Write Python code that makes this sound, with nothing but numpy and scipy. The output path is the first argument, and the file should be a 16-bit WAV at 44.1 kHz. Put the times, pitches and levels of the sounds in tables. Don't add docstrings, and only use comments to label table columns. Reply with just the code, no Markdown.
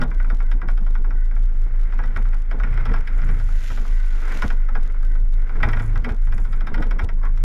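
import sys
import numpy as np
from scipy import signal
from scipy.fft import rfft, irfft, next_fast_len
from scipy.io import wavfile
from scipy.ndimage import uniform_filter1d

SR = 44100
rng = np.random.default_rng(int(sys.argv[2]) if len(sys.argv) > 2 else 0)


def bounce(signal):
    frames = np.transpose(np.atleast_2d(signal))
    limited = np.clip(frames, -1, 1)
    pcm = np.round(limited * 32767).astype(np.int16)
    wavfile.write(sys.argv[1], SR, pcm)


N = 328093


# (time [s], rate [Hz], level [dB])
HOOD_SWING = [(0, 27.16, -15), (1.5, 27.19, -15.5), (2.7, 27.72, -15.5), (2.9, 25.41, -15.5),
              (3.4, 26.34, -14.5), (4.1, 26.37, -15.5), (4.35, 21.9, -20), (4.55, 24.05, -14.5),
              (5.35, 25.95, -14.5), (5.95, 24.63, -17), (6.2, 26.5, -14.5), (6.75, 25.05, -17),
              (7.44, 25.85, -15)]
def hood_shake(level_db=1.5, overtone_db=-33, rough_road_db=-41, calm_sway=0.04183, rough_sway=0.1682):
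    ground = np.sqrt(gain_of(follow(ROAD_ROUGHNESS)) ** 2 + swells(ROAD_RUTS))
    upset = np.tanh(ground / gain_of(rough_road_db))
    hz = follow(HOOD_SWING) * (1 + (calm_sway + rough_sway * upset ** 2) * wander(12.46))
    dips_db = np.minimum((5 + 0.5 * upset) * np.maximum(wander(10.7), 0) ** 2, 6)  # brief, 6 dB at most
    angle = 2 * np.pi * np.cumsum(hz) / SR
    swing = np.sin(angle) + gain_of(overtone_db) * (np.cos(2 * angle) + np.sin(3 * angle))
    return np.sqrt(2) * gain_of(follow(HOOD_SWING, column=2) + level_db - dips_db) * swing


# (frequency [Hz], level [dB], t60 [s])
PANEL_MODES = [(443, -30, 0.084), (679, -9.5, 0.11), (748, -10.5, 0.13), (834, -7, 0.12), (960, -10, 0.19),
               (1153, -11, 0.19), (1335.6, 6, 0.056), (1442, 5, 0.061), (1488, -1.5, 0.08),
               (1603, 0, 0.084), (1621, -5.5, 0.036), (1908, 2, 0.037), (1940, -6, 0.08),
               (1985, -22, 0.046), (2390, -12, 0.019), (3200, -6.5, 0.04), (3650, -17.5, 0.11),
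               (4850, -11, 0.028), (5380, -11, 0.052)]
# (frequency [Hz], level [dB])
PANEL_RING = [(100, -41.5), (220, -6.5), (400, 1.5), (600, 1), (1000, 7.5), (1500, -4.5), (2300, 4),
              (2750, -10), (3400, -6), (4400, -18.5), (5400, -13.5), (6200, -25.5), (11000, -28.5),
              (16000, -38)]
def struck_hood(size, spread_db=2.2, detune_per_khz=.0065, ring_db=-6, ring_s=0.012, treble_s=0.0084):
    t, hz = np.arange(size) / SR, np.fft.rfftfreq(size, 1 / SR)
    modes = np.zeros(size)
    for mode_hz, db, t60 in PANEL_MODES:
        pitch = mode_hz * (1 + detune_per_khz * mode_hz / 1000 * rng.standard_normal())
        decay = gain_of(db + spread_db * rng.standard_normal() - 60 * t / t60)
        modes += decay * np.sin(2 * np.pi * pitch * t)
    dense = coloured(rng.standard_normal(size), PANEL_RING)
    treble = irfft(rfft(dense) * (hz > 6000), size)
    ring = (dense - treble) * np.exp(-t / ring_s) + 1.3 * treble * np.exp(-t / treble_s)
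    rise = 1 - np.exp(-(t / 0.00048) ** 2)
    clack = 1 + 0.59 * np.exp(-t / 0.00069)
    return (unit_rms(modes) + gain_of(ring_db) * unit_rms(ring)) * rise * clack


def contact_force(size, chatter=0.47, chatter_s=0.017, chatter_per_s=900, graze=0.19, graze_s=.0035):
    t = np.arange(size) / SR
    force = rng.standard_normal(size) * (rng.random(size) < chatter_per_s / SR) * np.exp(-t / chatter_s)
    force *= chatter / (np.linalg.norm(force) + 1e-9)
    force = signal.sosfilt(signal.butter(2, 2600, fs=SR, output="sos"), force)
    force[0] = 1
    force[-round(graze_s * rng.uniform(.7, 1.5) * SR)] = graze
    return force


def knock(hardness_db, clang_db, lead_s=.012, travel_s=0.00515, size=8192):
    hz = np.fft.rfftfreq(size, 1 / SR)
    spectrum = rfft(struck_hood(size)) * rfft(contact_force(size))
    colour_db = hardness_db * spectrum_db([(2400, 0.1), (3200, 1.0)], hz)
    colour_db += clang_db * spectrum_db([(1400, 0.061), (2000, 0.93), (2400, 0.97), (3200, 0.0)], hz)
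    lag_turns = travel_s * (2 * np.sqrt(1400 * hz) - hz) + hz * lead_s
    sound = irfft(spectrum * gain_of(colour_db) * np.exp(-2j * np.pi * lag_turns), size)
    return sound / np.sqrt(uniform_filter1d(sound ** 2, size=100).max())


# (time [s], level [dB], hardness [dB], clang near 2.2 kHz [dB])
FITTING_KNOCKS = [(0.0179, -23, -2, -6), (0.1154, -33.5, -11, 1), (0.2009, -31, -9, -2),
                  (0.2464, -34, -13, -3), (0.302, -28, -7.5, -4.5), (0.404, -32.5, -8, -2),
                  (0.5162, -31, 1.5, 1), (0.6175, -30, -7.5, -2), (0.6869, -27.5, -4.5, -1),
                  (0.7767, -37.5, -1, -3), (0.8658, -38, -9, -9), (0.9537, -30.5, -5, 0),
                  (1.0455, -36.5, -11, -2), (1.1078, -34, -8, -3), (1.3127, -40.5, -9, 0),
                  (1.3658, -38.5, -15, -1), (1.925, -35, -9, 0), (1.9918, -28.5, -17, -7),
                  (2.0379, -32, -3.5, 0), (2.1634, -24, -8.5, -2), (2.2553, -37.5, -6, 1),
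                  (2.3329, -36.5, -10, -5), (2.5135, -29.5, -4, -2), (2.601, -29.5, -11, -7),
                  (2.6369, -27.5, -4, 6), (2.7761, -29.5, -4, 4), (2.8566, -28.5, -1, -4),
                  (2.8935, -33, -7, -2), (2.9185, -34, -4, 0), (2.9401, -25, -5, -3), (2.9635, -34, -6, -2),
                  (3.076, -32.5, 11, 12), (3.2186, -36, 0.5, 1), (3.2913, -35, -2, 3),
                  (3.3992, -37, -1, -4), (3.4895, -38, -9, 1), (3.7033, -32.5, -3, -5),
                  (3.7753, -34, -4, -2), (3.8512, -35, -9, -10), (4.4229, -20.5, -0.5, -1.5),
                  (4.4353, -28.5, 2, 2), (4.504, -26, -2.5, 1), (4.6885, -32, -11, -9),
                  (4.7537, -25.5, -9, -5), (4.945, -41, -14, -8), (5.03, -40.5, -14, -8),
                  (5.153, -40, -3, -3), (5.4948, -33.5, -9, -4), (5.5542, -39, -9, 1),
                  (5.6042, -31, -8, -5), (5.6321, -15.5, 1, 9), (5.6508, -28, -11, -3),
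                  (5.6896, -26.5, 0.5, 0), (5.7339, -26, -3, 6), (5.7713, -28.5, -6, 0),
                  (5.7979, -30, 1, 6), (5.9582, -29, -6, -2), (6.0466, -25, 2.5, 6), (6.0921, -30, -2, 1),
                  (6.2721, -38, -5, -4), (6.3245, -33.5, -1, 7), (6.3812, -36.5, 2.5, 2),
                  (6.4524, -37, 0.5, -5), (6.5299, -36, 1.5, 5), (6.6089, -34, -2, -3),
                  (6.6716, -29, 2.5, 2), (6.7435, -26, 1.5, 1), (6.78, -31, -4, -2),
                  (6.8257, -27.5, 3.5, 0), (6.9114, -28.5, -1, -3), (6.9939, -24, -2.5, 1.5),
                  (7.0195, -36, -3, -2), (7.0913, -31.5, -0.5, 4.5), (7.2343, -34.5, -12, -9),
                  (7.2543, -35.5, -3, 0.5), (7.3741, -40.5, 4, 1)]
# (frequency [Hz], level [dB])
THUD_SPECTRUM = [(100, -22.5), (165, -4), (210, 6), (250, -1.5), (320, -15), (480, -7.5), (700, -22),
                 (2000, -53)]
def rattle(level_db=-1, thud_db=-25, thud_share=0.54, thud_lag_s=.024, lead_s=.012, faint_taps=14):
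    out = np.zeros(N)
    for s, db, hardness_db, clang_db in FITTING_KNOCKS:
        add(out, s - lead_s, gain_of(db + level_db) * knock(hardness_db, clang_db, lead_s))
        thud = body_thud(THUD_SPECTRUM, rise_s=0.0043, decay_s=0.031)
        add(out, s + thud_lag_s, gain_of(thud_share * db + thud_db) * thud)
    road_db = follow(ROAD_ROUGHNESS)
    for at in rng.integers(0, N, faint_taps):
        tap_db = road_db[at] + 2 * rng.standard_normal()
        add(out, at / SR, gain_of(tap_db) * knock(hardness_db=-4, clang_db=0))
    return out


def body_thud(spectrum, rise_s, decay_s):
    t = np.arange(SR // 4) / SR
    envelope = np.exp(-t / decay_s) * (1 - np.exp(-t / rise_s))
    return coloured(rng.standard_normal(len(t)), spectrum) * envelope


# (time [s], level [dB])
SUSPENSION_JOLTS = [(0.681, -24), (2.166, -22.5), (2.9, -35), (3.72, -26), (4.457, -16.5), (5.654, -17),
                    (5.973, -17.5), (6.116, -20.5), (7.042, -14)]
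def jolts(level_db=2, width_s=0.00533, thud_db=-13):
    out, widths = np.zeros(N), np.arange(-4, 4, 1 / (width_s * SR))
    push = (2 * widths ** 2 - 1) * np.exp(-widths ** 2)
    for s, db in SUSPENSION_JOLTS:
        add(out, s - len(push) / 2 / SR, gain_of(db + level_db) * push)
        thud = body_thud(RUMBLE_SPECTRUM, rise_s=0.0091, decay_s=0.018)
        add(out, s - width_s, gain_of(db + thud_db) * thud)
    return out


# (time [s], level [dB])
ENGINE_LOAD = [(0, -27.5), (0.23, -51.5), (1.2, -48), (2.3, -41), (2.5, -53), (2.7, -35), (2.93, -36.5),
               (3.07, -43), (3.26, -31.5), (3.58, -42.5), (3.88, -45), (4.06, -38.5), (4.25, -50.5),
               (4.5, -46.5), (5.52, -43.5), (5.67, -31.5), (5.9, -31), (6.15, -42), (6.42, -32.5),
               (6.6, -42), (7.17, -41.5), (7.44, -32)]
# (time [s], rate [turns/s])
CRANK_RATE = [(0, 30.6), (1.5, 26.7), (2.7, 30.4), (2.9, 27.6), (3.25, 26.8), (4.1, 26.3), (4.6, 26.3),
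              (5.62, 28.8), (5.74, 26.1), (5.86, 27.9), (5.98, 25.7), (6.8, 26.2), (7.44, 26)]
# (order [multiple of crank rate], level [dB])
ENGINE_ORDERS = [(2, -0.5), (3, -2), (4, -2), (5, -3.5), (6, -19), (7, -28), (8, -34)]
# (time [s], order [multiple of crank rate], level [dB], half length [s])
ORDER_HUMS = [(2.724, 4, -35, 0.036), (2.901, 4, -35, .06), (3.35, 4, -41, 0.084), (3.5, 3, -45, 0.16),
              (4.06, 3, -43.5, 0.079), (5.686, 4, -31, 0.056), (5.859, 4, -30.5, 0.075),
              (6.8, 7, -46.5, 0.16), (7.163, 7, -45.5, .06)]
def engine(level_db=1.0, rut_db=-6, surge_db=0.76, jitter=.008, roughness=.33, waver_db=2.2):
    angle = 2 * np.pi * np.cumsum(follow(CRANK_RATE) * (1 + jitter * wander(14))) / SR
    drone, hum = np.zeros(N), np.zeros(N)
    for order, db in ENGINE_ORDERS:
        tone = np.exp(1j * (order * angle + 2 * np.pi * rng.random()))
        ragged = 1 + roughness * (wander(13) + 1j * wander(28))
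        drone += gain_of(db + waver_db * wander(5.7)) * (ragged * tone).real
        hum_power = swells([(s, hum_db, half_s) for s, k, hum_db, half_s in ORDER_HUMS if k == order])
        hum += np.sqrt(2 * hum_power) * tone.real
    load = np.sqrt(gain_of(follow(ENGINE_LOAD)) ** 2 + gain_of(rut_db) ** 2 * swells(ROAD_RUTS))
    return load * gain_of(level_db) * unit_rms(drone * gain_of(surge_db * wander(21))) + hum


# (time [s], level [dB])
ROAD_ROUGHNESS = [(0, -45), (0.45, -51), (0.9, -49.5), (1.6, -51.5), (2.05, -49), (2.46, -53),
                  (2.58, -43.5), (3.25, -47), (4.1, -53.5), (4.4, -43), (4.62, -51), (5.45, -48),
                  (5.72, -38), (6.08, -46.5), (6.23, -59), (6.85, -36.5), (7.15, -48), (7.44, -53)]
# (time [s], level [dB])
WET_GRAVEL = [(0, -47), (0.12, -59.5), (1.2, -60), (1.6, -57), (1.8, -51.5), (2.12, -50.5), (2.45, -55.5),
              (2.72, -43.5), (2.9, -44), (3.03, -49), (3.28, -45.5), (3.46, -56), (4.12, -51.5),
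              (4.33, -36), (4.54, -55), (4.9, -51.5), (5.2, -64.5), (5.42, -52.5), (5.73, -45.5),
              (6.15, -57.5), (6.38, -55), (6.84, -51.5), (7.15, -61), (7.44, -56)]
# (frequency [Hz], level [dB])
RUMBLE_SPECTRUM = [(30, 3), (60, 5), (100, -3.5), (165, 1), (195, 3), (240, 3), (275, -4.5), (310, -2),
                   (380, -6.5), (455, -4.5), (580, -12), (850, -12.5), (1500, -22), (5000, -78)]
CRUNCH_SPECTRUM = [(400, -24), (750, -6.5), (1130, -5), (1390, 1.5), (1510, 1), (1640, -2), (1790, -4),
                   (2120, -1.5), (2700, -17), (3400, -21), (4400, -30.5), (5400, -28), (6500, -39),
                   (16000, -44.5)]
def tyres(rumble_db=1, crunch_db=1, lumpy_db=3.5, clump_db=2, drum_db=-6, road_share=0.37):
    rumble = coloured(rng.standard_normal(N) * gain_of(lumpy_db * wander(30)), RUMBLE_SPECTRUM)
    road_db, gravel_db = follow(ROAD_ROUGHNESS), follow(WET_GRAVEL)
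    ground = np.sqrt(gain_of(road_db + rumble_db) ** 2 + swells(ROAD_RUTS))
    underside = signal.butter(2, [290, 750], "band", fs=SR, output="sos")
    drumming = unit_rms(signal.sosfilt(underside, coloured(rng.standard_normal(N), RUMBLE_SPECTRUM)))
    drumming = unit_rms(signal.sosfilt(underside, drumming[::-1])[::-1])
    drumming *= gain_of(drum_db + road_share * road_db + (1 - road_share) * gravel_db)
    stones = grains(per_s=4400, spread_db=1.5) * gain_of(clump_db * wander(46))
    crunch = coloured(stones, CRUNCH_SPECTRUM)
    return ground * rumble + drumming + gain_of(gravel_db + crunch_db) * crunch


# (time [s], level [dB], half length [s])
ROAD_RUTS = [(0.012, -31.5, 0.062), (0.283, -42, 0.016), (0.341, -37, 0.016), (0.558, -41.5, 0.016),
             (0.66, -38.5, 0.025), (0.825, -42, 0.016), (0.994, -41.5, 0.012), (1.093, -41.5, 0.023),
             (1.395, -53.5, 0.022), (2.018, -45.5, 0.044), (2.193, -40.5, 0.013), (2.567, -41.5, 0.028),
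             (2.909, -31, 0.022), (3.283, -41.5, 0.073), (3.825, -44.5, .06), (4.36, -39.5, 0.018),
             (4.456, -31, 0.017), (4.774, -39.5, 0.025), (5.665, -32, 0.029), (6.09, -31, 0.037),
             (6.373, -40, 0.04), (6.728, -35, .02), (6.796, -29, 0.02), (6.862, -39.5, 0.012),
             (7.017, -34.5, 0.01)]
# (frequency [Hz], level [dB])
BODY_RESONANCES = [(193, 0), (241, 2), (308, -5.5)]
def body_boom(level_db=-3, width_hz=22, depth_share=0.71, pivot_db=-40):
    t, ringing = np.arange(N) / SR, np.zeros(N)
    for hz, db in BODY_RESONANCES:
        envelope = wander(width_hz / 2) + 1j * wander(width_hz / 2)
        ringing += gain_of(db) * (envelope * np.exp(2j * np.pi * hz * t)).real
    power = swells([(s, pivot_db + depth_share * (db - pivot_db), half_s) for s, db, half_s in ROAD_RUTS])
    return gain_of(level_db) * np.sqrt(power) * unit_rms(ringing)


# (frequency [Hz], level [dB])
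SCRAPE_SPECTRUM = [(500, -32), (850, -13), (1000, 4), (1120, 7), (1280, -13), (1460, 0), (1720, -3),
                   (1900, -11), (2200, -9), (2700, -37), (8000, -40)]
def scrape(at_s=7.255, level_db=-41.5, half_s=0.03):
    judder = coloured(grains(per_s=1100, spread_db=2.5), SCRAPE_SPECTRUM)
    return np.sqrt(swells([(at_s, level_db, half_s)])) * judder


# (time [s], level [dB])
MUD_SPRAY = [(0, -75.5), (1.1, -77.5), (1.5, -73), (2.2, -72.5), (2.55, -77), (3.3, -67.5), (3.58, -57),
             (3.69, -49.5), (3.87, -59), (4.05, -59.5), (4.27, -58.5), (4.37, -50), (4.51, -59.5),
             (4.6, -72.5), (5.4, -75), (5.55, -69.5), (6.05, -70), (6.3, -79), (7.44, -75)]
# (frequency [Hz], level [dB])
SPRAY_SPECTRUM = [(500, -34), (1500, 12.5), (2300, 11), (3300, 5.5), (4400, 2.5), (5400, 2), (7200, 0.5),
                  (8200, -14.5), (9200, -14), (11500, -7), (13000, -11.5), (15500, -17)]
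def spray(level_db=5, coarse_db=-4.5, merge_db=-57, clump_db=2.3):
    droplets = grains(per_s=6000, spread_db=5) * gain_of(clump_db * wander(260))
    coarse = splats(grains(per_s=130, spread_db=1.5), splat_s=0.00028)
    wet_db = follow(MUD_SPRAY)
    fizz = gain_of(wet_db) * coloured(droplets, SPRAY_SPECTRUM)
    spit = gain_of(np.minimum(wet_db, merge_db) + coarse_db) * coloured(coarse, TICK_SPECTRUM)
    return gain_of(level_db) * (fizz + spit)


# (time [s], level [dB])
CASE_TICKS = [(0.035, -44), (0.077, -57), (0.102, -55), (0.1361, -62), (0.1461, -52.5), (0.189, -63),
              (0.2254, -67), (0.2922, -58), (0.3466, -52), (0.3564, -62), (0.3665, -52), (0.3863, -55),
              (0.4266, -52.5), (0.463, -55), (0.5007, -62), (0.678, -55), (0.6985, -56), (0.7136, -51),
              (0.7332, -58), (0.8097, -54), (0.846, -57), (0.905, -52), (0.9288, -59), (1.2568, -55),
              (1.3549, -57), (1.3725, -58), (1.3952, -58), (1.4342, -55), (1.4534, -55), (1.6168, -53.5),
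              (1.6364, -57), (1.7943, -55), (1.8121, -52), (1.8305, -53.5), (1.938, -55), (2.0583, -52),
              (2.076, -51), (2.17, -46), (2.187, -54), (2.2247, -49.5), (2.2672, -60), (2.286, -52.5),
              (2.3425, -49), (2.383, -55), (2.4, -55), (2.4178, -52), (2.588, -55), (2.634, -59),
              (2.7235, -56), (2.7417, -51), (2.9851, -51), (3.007, -49), (4.002, -50), (4.195, -58),
              (4.252, -47), (4.292, -47), (4.3213, -45), (4.3603, -56), (4.373, -39.5), (4.4214, -39),
              (4.479, -41.5), (4.5036, -48), (4.5709, -59), (4.8306, -46), (4.8378, -54), (4.8578, -55),
              (4.8759, -50), (4.919, -54.5), (5.028, -51), (5.0484, -49), (5.0696, -56), (5.09, -64),
              (5.1435, -60), (5.3223, -54), (5.3349, -50), (5.3395, -57), (5.3774, -59), (5.9762, -46),
              (6.104, -53), (6.119, -50), (6.1456, -53), (6.164, -54), (6.2675, -56), (6.802, -53),
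              (6.8666, -52), (7.0225, -57), (7.0311, -55), (7.0402, -43.5), (7.0447, -48), (7.362, -56),
              (7.3769, -51)]
# (frequency [Hz], level [dB])
TICK_SPECTRUM = [(200, -4), (600, 8), (2000, -10.5), (2700, -1), (3600, -0.5), (4200, -5), (5600, -5),
                 (8500, -11), (11500, -13.5), (14500, -23), (16000, -28.5)]
def ticks():
    return case_hits(CASE_TICKS, TICK_SPECTRUM, level_db=23, length_s=0.0053, fizz=0.12)


# (time [s], level [dB])
MUD_DROPS = [(3.1462, -56), (3.1792, -50), (3.2451, -46), (3.266, -49), (3.311, -49), (3.3647, -60),
             (3.39, -52), (3.42, -55), (3.44, -49), (3.5583, -51), (3.5902, -51), (3.6278, -50),
             (3.945, -51), (4.06, -50), (4.081, -52), (5.685, -57), (5.7162, -48), (5.7595, -53),
             (5.789, -52), (5.8209, -47), (5.829, -52), (5.8384, -48), (5.857, -47), (5.864, -52),
             (5.8751, -50), (5.893, -56), (6.25, -51), (6.3441, -47), (6.3692, -54), (6.3806, -49),
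             (6.4, -49), (6.425, -55), (6.44, -50), (6.5212, -52), (6.5602, -54)]
# (frequency [Hz], level [dB])
DROP_SPECTRUM = [(800, -28), (3000, -20.5), (4500, -17), (7000, -1), (8500, -9), (10500, -2.5),
                 (13000, -18.5), (16000, -22.5)]
def slaps():
    return case_hits(MUD_DROPS, DROP_SPECTRUM, level_db=15, length_s=0.005, fizz=0.58)


def case_hits(rows, spectrum, level_db, length_s, fizz):
    hits = np.zeros(N)
    for s, db in rows:
        add(hits, s, gain_of(db + level_db) * crackle(length_s, fizz))
    return signal.oaconvolve(hits, click(spectrum))[:N]


def crackle(length_s, fizz=0.12, size=512, count=4):
    span = int(np.clip(length_s * rng.uniform(.6, 1.4) * SR, 8, size))
    skips = np.zeros(size)
    skips[:span] = fizz * rng.standard_normal(span) / np.sqrt(span)
    skips[rng.integers(0, span, count)] += rng.choice([-1, 1], count) * rng.uniform(.3, 1, count)
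    return skips / np.linalg.norm(skips)


# (time [s], level [dB], half length [s])
SHOWERS = [(3.42, -66.5, 0.17), (5.83, -65, 0.051), (6.41, -66.5, 0.08)]
def patter(spray_share_db=-14, floor_db=-94):
    fine = coloured(splats(grains(per_s=590, spread_db=2.5), splat_s=0.00039), DROP_SPECTRUM)
    spray_power = gain_of(follow(MUD_SPRAY) + spray_share_db) ** 2
    return np.sqrt(swells(SHOWERS) + spray_power + gain_of(floor_db) ** 2) * fine


def splats(hits, splat_s):
    age = np.arange(0, 8, 1 / (splat_s * SR))
    return signal.oaconvolve(abs(hits), age * np.exp(1 - age))[:N] * rng.standard_normal(N)


def grit(swing, level_db=-70, skip_s=0.0028):
    hops = grains(per_s=110, spread_db=2.5) * unit_rms(swing) ** 4
    skips = signal.oaconvolve(hops, crackle(skip_s))[:N] * rng.standard_normal(N)
    return gain_of(level_db) * coloured(skips, TICK_SPECTRUM)


# (frequency [Hz], width [Hz], level [dB])
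CASE_RESONANCES = [(980, 61, -20), (1505, 130, -6), (1990, 250, -9)]
# (time [s], level [dB])
CASE_SINGING = [(0, -52), (1.1, -61.5), (1.6, -53.5), (1.9, -62.5), (4.95, -51.5), (5.25, -57), (6.2, -65),
                (7.44, -62)]
def singing_case(waver_db=6, drift=.01):
    out, level_db = np.zeros(N), follow(CASE_SINGING) + waver_db * wander(4.9)
    for hz, width_hz, db in CASE_RESONANCES:
        angle = 2 * np.pi * np.cumsum(hz * (1 + drift * wander(3.7))) / SR
        band = wander(width_hz / 2) * np.cos(angle) + wander(width_hz / 2) * np.sin(angle)
        out += gain_of(db) * unit_rms(band)
    return gain_of(level_db) * out


# (frequency [Hz], level [dB])
WIND_SPECTRUM = [(15, -44.5), (32, -1), (40, -16.5), (52, -10.5), (75, -36.5), (200, -87), (1000, -110)]
def wind(level_db=-36, gust_db=3):
    gusts = rng.standard_normal(N) * gain_of(gust_db * wander(14))
    return gain_of(level_db) * coloured(gusts, WIND_SPECTRUM)


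def gain_of(db):
    return 10 ** (np.asarray(db) / 20)


def unit_rms(x):
    return x / np.sqrt(np.mean(x ** 2) + 1e-20)


def follow(rows, column=1):
    rows = np.asarray(rows)
    return np.interp(np.arange(N) / SR, rows[:, 0], rows[:, column])


def swells(rows):
    t = np.arange(N) / SR
    return sum(gain_of(db) ** 2 * np.exp(-((t - s) / half_s) ** 2) for s, db, half_s in rows)


def spectrum_db(points, hz):
    point_hz, db = np.transpose(points)
    return np.interp(np.log(hz + 1), np.log(point_hz + 1), db)


def coloured(x, points):
    hz = np.fft.rfftfreq(len(x), 1 / SR)
    return unit_rms(irfft(rfft(x) * gain_of(spectrum_db(points, hz)), len(x)))


def click(points, size=1024):
    log_gain = np.log(gain_of(spectrum_db(points, abs(np.fft.fftfreq(size, 1 / SR)))))
    pulse = np.fft.ifft(np.exp(np.conj(signal.hilbert(log_gain)))).real
    return pulse / np.linalg.norm(pulse)


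def wander(rate_hz):
    size = next_fast_len(N)
    hz = np.fft.rfftfreq(size, 1 / SR)
    return unit_rms(irfft(rfft(rng.standard_normal(size)) / (1 + (hz / rate_hz) ** 4), size)[:N])


def grains(per_s, spread_db):
    size = gain_of(spread_db * np.minimum(rng.exponential(1, N), 3))
    return size * rng.choice([-1, 1], N) * (rng.random(N) < per_s / SR)


def add(mix, s, sound):
    part = mix[max(round(s * SR), 0):][:len(sound)]
    part += sound[:len(part)]


def scene():
    swing = hood_shake()
    vehicle = swing + rattle() + jolts() + engine() + tyres() + body_boom() + scrape()
    mud = spray() + ticks() + slaps() + patter() + grit(swing)
    return (vehicle + mud + singing_case() + wind())[None]


def record(dry):
    lowpass = signal.firwin(255, 15700, window=("kaiser", 9), fs=SR)
    return signal.oaconvolve(dry, lowpass[None], "same")


dry = scene()
out = record(dry)
bounce(out)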